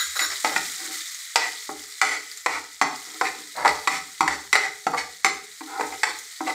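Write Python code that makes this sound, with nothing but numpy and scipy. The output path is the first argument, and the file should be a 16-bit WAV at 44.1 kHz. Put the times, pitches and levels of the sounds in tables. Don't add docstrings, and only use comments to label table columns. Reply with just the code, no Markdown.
import sys
import numpy as np
from scipy import signal
from scipy.fft import rfft, irfft
from scipy.io import wavfile
from scipy.ndimage import uniform_filter1d, minimum_filter1d

SR = 44100
rng = np.random.default_rng(int(sys.argv[2]) if len(sys.argv) > 2 else 0)


def store_pcm(level_fs):
    pcm = np.round(np.clip(level_fs, -1, 1) * 32767).astype(np.int16)
    wavfile.write(sys.argv[1], SR, np.atleast_2d(pcm).T)


N = 288414
TIME = np.arange(N) / SR


# (time [s], level [dB], thump below 400 Hz [dB], hardness [dB], slide length [s])
KNOCK_EVENTS = [(0.192, -17.5, -17, 16, 0.028), (0.4462, -13.5, 0, -5.5, 0.037), (0.562, -14.5, 7.5, 5, 0),
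                (1.358, -8.5, -6.5, 5.5, 0.13), (1.6915, -25.5, 4.5, -25, 0), (2.015, -6.5, -13.5, -1, .16),
                (2.4613, -13.5, -11.5, -3, .13), (2.8142, -7, -3.5, -5, 0), (3.212, -13.5, -11, -10, 0),
                (3.649, -10, -19.5, -19.5, 0), (3.657, -14.5, -12.5, -12, 0), (3.665, -15, -6, -11.5, 0),
                (3.677, -14.5, -9, 1.5, .04), (3.874, -12, -5, 0.5, .11), (4.2072, -8, -3.5, -6, 0),
                (4.278, -14, -12.5, 0.5, .08), (4.5289, -8, -0.5, 8, 0), (4.554, -10, -9, 2, .13),
                (4.867, -13.5, 7.5, -10.5, 0), (5.246, -10, -1, 2.5, .06), (5.608, -29.5, 10, -7.5, 0),
                (5.7966, -21.5, 0, -13, 0), (5.809, -19, 0, -7.5, 0), (5.835, -28, -14, -7, 0),
                (6.033, -12, -3.5, 4, .08), (6.4059, -21.5, 13.5, -16.5, 0)]
FIRM_KNOCK_DB = -6.5

def knocks():
    out, t = np.zeros(N), TIME[:SR // 40]
    for start, db, thump_db, hardness_db, _ in KNOCK_EVENTS:
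        force = 0.11 * clicks(len(t), 630, spread_db=5.5) * fade(t, 0.095)
        force[0] = 1
        rebound = np.argmin(np.abs(t - rng.uniform(.0045, .0075)))
        force[rebound] += .3
        bite_db = 0.42 * (db - FIRM_KNOCK_DB)
        add(out, start, undb(db) * wok(force, thump_db, hardness_db, span=0.012, bite_db=bite_db))
    return out


def slides():
    out, settle_s = np.zeros(N), .008
    for start, db, _, hardness_db, length in KNOCK_EVENTS:
        if length > .02:
            force = friction(length, 1800, spread_db=2.5, swell=0.51)
            scrape = wok(force, thump_db=2, hardness_db=1.5 + 0.12 * hardness_db, span=length)
            slide_db = -25.5 + 0.28 * (db - FIRM_KNOCK_DB)
            add(out, start + settle_s, undb(slide_db) * scrape)
    return out


# (midpoint [s], length [s], relative level [dB], hardness [dB])
DRAG_STROKES = [(0.317, .048, -32, 2), (0.523, .085, -34.5, -4), (0.856, 0.24, -44.5, -9),
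                (3.113, 0.18, -46, -3), (3.265, 0.075, -27.5, 8), (3.388, 0.11, -48.5, -4),
                (3.616, .14, -29.5, -15), (4.941, 0.027, -22, -18), (4.992, .07, -27.5, 8),
                (5.768, 0.23, -34, -11), (5.93, .058, -36, -3), (6.487, .06, -24.5, -9)]

def drags():
    out, reference_db = np.zeros(N), -33
    for middle, length, db, hardness_db in DRAG_STROKES:
        force = friction(length, 2000, spread_db=3.5)
        thump_db = -1 + 1.15 * (reference_db - db)
        add(out, middle - length / 2, undb(db + 2) * wok(force, thump_db, hardness_db, span=length))
    return out


# (frequency [Hz], relative level [dB], t60 [s])
WOK_AND_SPOON_MODES = [(295.4, -16.5, 0.14), (418.2, -14.5, 0.18), (604, -14, 0.14), (758.8, 1.5, 0.13),
                       (786, -6, 0.16), (892, -9.5, 0.092), (918, -4, 0.1), (1064, -36, 0.2),
                       (1220, -48, 0.032), (1283.5, 0.5, 0.092), (1450, -12, 0.04), (1653, -3.5, 0.021),
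                       (1800, -24, 0.073), (1936, -1, 0.027), (1969, 8.5, 0.059), (2037, 9, 0.022),
                       (2220, -29, .1), (4180, -25.5, .12), (4550, 9, 0.017), (5390, -8.5, 0.37),
                       (7220, 0.5, 0.15), (7950, 2.5, .04), (11000, -10, 0.15)]
# (frequency [Hz], relative level [dB])
CLANK_SPECTRUM = [(60, -19), (170, -21), (300, -2), (430, -2), (640, -9.5), (780, 4.5), (1250, 3),
                  (1600, -0.5), (2050, 7.5), (2750, -8), (4200, -1), (8500, -9.5), (15000, -19.5)]

def wok(force, thump_db, hardness_db, span, bite_db=0):
    t = TIME[:SR // 3]
    clank = colour(rng.standard_normal(len(t)) * fade(t, 0.031), CLANK_SPECTRUM)
    body = ring(WOK_AND_SPOON_MODES, t, scatter_db=1) + undb(22.5) * clank
    body = butterworth(body, 2, 110, "high")
    # (frequency [Hz], gain [dB])
    contact = [(110, 0.29 * thump_db), (200, thump_db), (330, 0.69 * thump_db), (500, 0.018), (900, 0),
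               (1350, 0.27 * hardness_db), (1900, hardness_db), (2500, hardness_db),
               (3600, hardness_db + bite_db - 5)]
    sound = colour(signal.fftconvolve(force, body), contact)
    return sound / np.sqrt(np.mean(sound[:int(span * SR)] ** 2))


# (midpoint [s], length [s], level [dB])
SKID_STROKES = [(0.005, 0.097, -22.5), (0.167, 0.035, -25), (0.198, 0.028, -27.5), (0.23, 0.075, -22.5)]
# (frequency [Hz], relative level [dB], t60 [s])
SPOON_MODES = [(1350, 3, .012), (1600, 1, .012), (1970, -2, .04), (3873, -3, .05), (4020, -4, .04),
               (5520, -7, .06), (6980, 1, .05), (9490, -2, .06), (10880, 5, .07), (12100, 1, .035),
               (13300, 1, .06), (14250, 2, .06), (15350, -2, .05)]
# (frequency [Hz], relative level [dB])
RASP_SPECTRUM = [(300, -19.5), (800, -9), (1450, 12), (2000, -3), (2800, -12.5), (4000, 8), (5500, -20),
                 (7000, -9), (10000, -24)]

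def skids():
    out = np.zeros(N)
    for middle, length, db in SKID_STROKES:
        force = friction(length, 4000, spread_db=1)
        contact = slice(len(force))
        squeal = signal.fftconvolve(force, ring(SPOON_MODES, TIME[:SR // 8], scatter_db=2))
        squeal = butterworth(squeal, 4, 350, "high")
        squeal = colour(squeal, [(7500, 0.01), (10000, -6)])
        rasp = unit(colour(force, RASP_SPECTRUM))
        squeal[contact] += undb(-4) * np.std(squeal[contact]) * rasp
        add(out, middle - length / 2, undb(db) * squeal / np.std(squeal[contact]))
    return out


# (time [s], relative level [dB])
FRYING_CURVE = [(0.0, -34.5), (0.51, -34), (1.49, -39), (1.62, -39.5), (2.4, -43.5), (2.62, -45),
                (2.82, -46.5), (2.99, -41.5), (3.6, -44), (3.81, -40.5), (4.08, -43.5), (4.9, -45.5),
                (5.06, -46.5), (6.01, -42.5), (6.54, -41.5)]
# (frequency [Hz], relative level [dB])
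SIZZLE_SPECTRUM = [(200, -30), (900, -12.5), (1250, 1.5), (1600, -2.5), (2000, 10.5), (2700, -8), (3800, 3),
                   (5900, 1.5), (7000, 4.5), (8700, 2.5), (10000, 0.5), (15500, -1)]

def sizzle():
    flurry_db = unit(butterworth(rng.standard_normal(N), 2, 22, "low"))
    fizz = unit(clicks(N, 12000, spread_db=3))
    t, pings = TIME[:SR // 100], np.zeros(N)
    for hz in np.geomspace(3000, 13000, num=18):
        ping = np.sin(2 * np.pi * hz * t) * fade(t, 20 / hz)
        pings += signal.fftconvolve(clicks(N, 45, spread_db=3), ping)[:N]
    bubbles = unit(colour(fizz + undb(-6) * unit(pings), SIZZLE_SPECTRUM))
    frying_db = np.interp(TIME, *np.transpose(FRYING_CURVE)) + 4.5
    return bubbles * undb(frying_db + flurry_db + flare_db())


def flare_db(db_per_drag_s=14.5, lag_s=0.092, width_s=0.078):
    return sum(db_per_drag_s * length * np.exp(-((TIME - middle - lag_s) / width_s) ** 2)
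               for middle, length, *_ in DRAG_STROKES)


# (time [s], relative level [dB], frequency [Hz])
LARGE_DROPS = [(1.1463, -22, 6600), (2.315, -24.5, 4800), (2.3737, -24.5, 7240), (2.9598, -28, 5000),
               (3.5647, -24, 4200), (6.1877, -24, 6800)]

def spits():
    out, t = np.zeros(N), TIME[:SR // 25]
    small_drops = [(rng.uniform(0, N / SR), rng.normal(-34.5, 2), rng.uniform(3760, 7600))
                   for _ in range(14)]
    for start, db, hz in list(LARGE_DROPS) + small_drops:
        tick = np.sin(2 * np.pi * hz * t) * fade(t, 0.014)
        spray = unit(colour(rng.standard_normal(len(t)), SIZZLE_SPECTRUM)) * fade(t, 0.13)
        add(out, start, undb(db + 1.5) * (tick + 0.31 * spray))
    return out


# (frequency [Hz], t60 [s])
ROOM_DECAY = [(80, 0.83), (300, 0.41), (800, 0.43), (2000, 0.45), (5000, 0.49), (15000, 0.058)]
# (frequency [Hz], relative level [dB])
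STANDING_WAVES = [(45, 0), (60, 8), (73, 18), (88, 2), (125, -5.5), (160, 12), (200, -2.5), (300, 4.5),
                  (360, 0), (430, 7.5), (550, -2), (2000, -5), (8000, -3)]

def kitchen(x):
    t, hz = TIME[:SR], np.fft.rfftfreq(SR, 1 / SR)
    spectrum = rfft(colour(rng.standard_normal(SR), STANDING_WAVES, size=16384))
    centres, decays = np.transpose(ROOM_DECAY)
    tail = np.zeros(SR)
    for share, t60 in zip(np.eye(len(centres)), decays):
        band = irfft(spectrum * along(np.c_[centres, share], hz), SR)
        tail += band * fade(t, t60)
    tail *= np.minimum(t / 0.021, 1)
    return signal.fftconvolve(x, unit(tail) / np.sqrt(len(t)))[:N]


# (frequency [Hz], relative level [dB])
BACKGROUND_SPECTRUM = [(25, -26), (50, -32), (73, -35), (110, 6), (300, 0), (550, 7.5), (780, 12.5),
                       (1000, -3), (3000, -20)]

def background():
    return undb(-66) * unit(colour(rng.standard_normal(N), BACKGROUND_SPECTRUM))


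# (frequency [Hz], threshold per bin [dB])
HUSH_THRESHOLD = [(50, -66), (110, -42.5), (250, -65), (500, -79), (1000, -55), (1600, -93), (3000, -87.5)]

def suppressor(x, depth_db, size=1024):
    frames = dict(fs=SR, nperseg=size, noverlap=size * 3 // 4)
    hz, _, bins = signal.stft(x, **frames)
    power = uniform_filter1d(np.abs(bins) ** 2, size=3, axis=0)
    power = uniform_filter1d(power, size=3, axis=1) + 1e-18
    threshold = undb(along(HUSH_THRESHOLD, hz))[:, None] ** 2
    gain = np.maximum(power / (power + threshold), undb(depth_db))
    return signal.istft(bins * gain, **frames)[1][:N]


def limiter(x, ceiling, ahead_s):
    count = max(int(ahead_s * SR), 2)
    allowed = np.minimum(1, ceiling / (np.abs(x) + 1e-9))
    return x * uniform_filter1d(minimum_filter1d(allowed, 2 * count + 1), count)


def ring(modes, t, scatter_db):
    hz, db, t60 = np.transpose(modes)[:, :, None]
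    weight, polarity, detune = rng.standard_normal((len(modes), 3, 1)).swapaxes(0, 1)
    hz = hz * (1 + .003 * detune)
    amplitude = undb(db + scatter_db * weight) * np.sign(polarity)
    return np.sum(amplitude * fade(t, t60) * np.sin(2 * np.pi * hz * t), axis=0)


def friction(length, rate, spread_db, swell=1):
    count = int(max(length, .005) * SR)
    envelope = np.sin(np.pi * np.arange(count) / count) ** swell
    return unit(clicks(count, rate, spread_db)) * envelope


def clicks(count, rate, spread_db):
    size = undb(spread_db * np.minimum(rng.exponential(size=count), 4))
    return (rng.random(count) < rate / SR) * size * rng.choice([-1, 1], count)


def colour(x, points, size=4096):
    gain = undb(along(points, np.fft.rfftfreq(size, 1 / SR)))
    cepstrum = irfft(np.log(gain))
    cepstrum[1:size // 2] *= 2
    cepstrum[size // 2 + 1:] = 0
    return signal.fftconvolve(x, irfft(np.exp(rfft(cepstrum))))[:len(x)]


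def butterworth(x, order, hz, kind):
    return signal.sosfilt(signal.butter(order, hz, kind, fs=SR, output="sos"), x)


def along(points, hz):
    frequencies, values = np.transpose(points)
    return np.interp(np.log(np.maximum(hz, 1)), np.log(frequencies), values)


def fade(t, t60):
    return np.exp(-np.log(1000) * t / np.maximum(t60, 1e-4))


def undb(db):
    return 10 ** (np.asarray(db) / 20)


def unit(x):
    return x / np.sqrt(np.mean(x ** 2) + 1e-18)


def add(track, start_s, x):
    start = int(start_s * SR)
    x, start = x[max(-start, 0):], max(start, 0)
    track[start:start + len(x)] += x[:max(N - start, 0)]


def scene():
    spoon = knocks() + slides() + drags()
    frying = sizzle() + spits()
    skid = skids()
    room = kitchen(undb(-8.5) * spoon + undb(-9) * frying + undb(-6.5) * skid)
    return (spoon + frying + skid + room + background())[None]


# (frequency [Hz], gain [dB])
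MIC_RESPONSE = [(20, -6), (8700, -2), (9400, -8.5), (10200, -5.5), (11400, -10.5), (12800, -5),
                (13800, -12), (15200, -8.5)]

def record(dry):
    x = suppressor(colour(dry[0], MIC_RESPONSE), depth_db=-5)
    x = limiter(x, ceiling=.86, ahead_s=.007)
    low_pass = signal.ellip(10, .2, 70, 15550, fs=SR, output="sos")
    return signal.sosfilt(low_pass, x)[None]


dry = scene()
out = record(dry)
store_pcm(out)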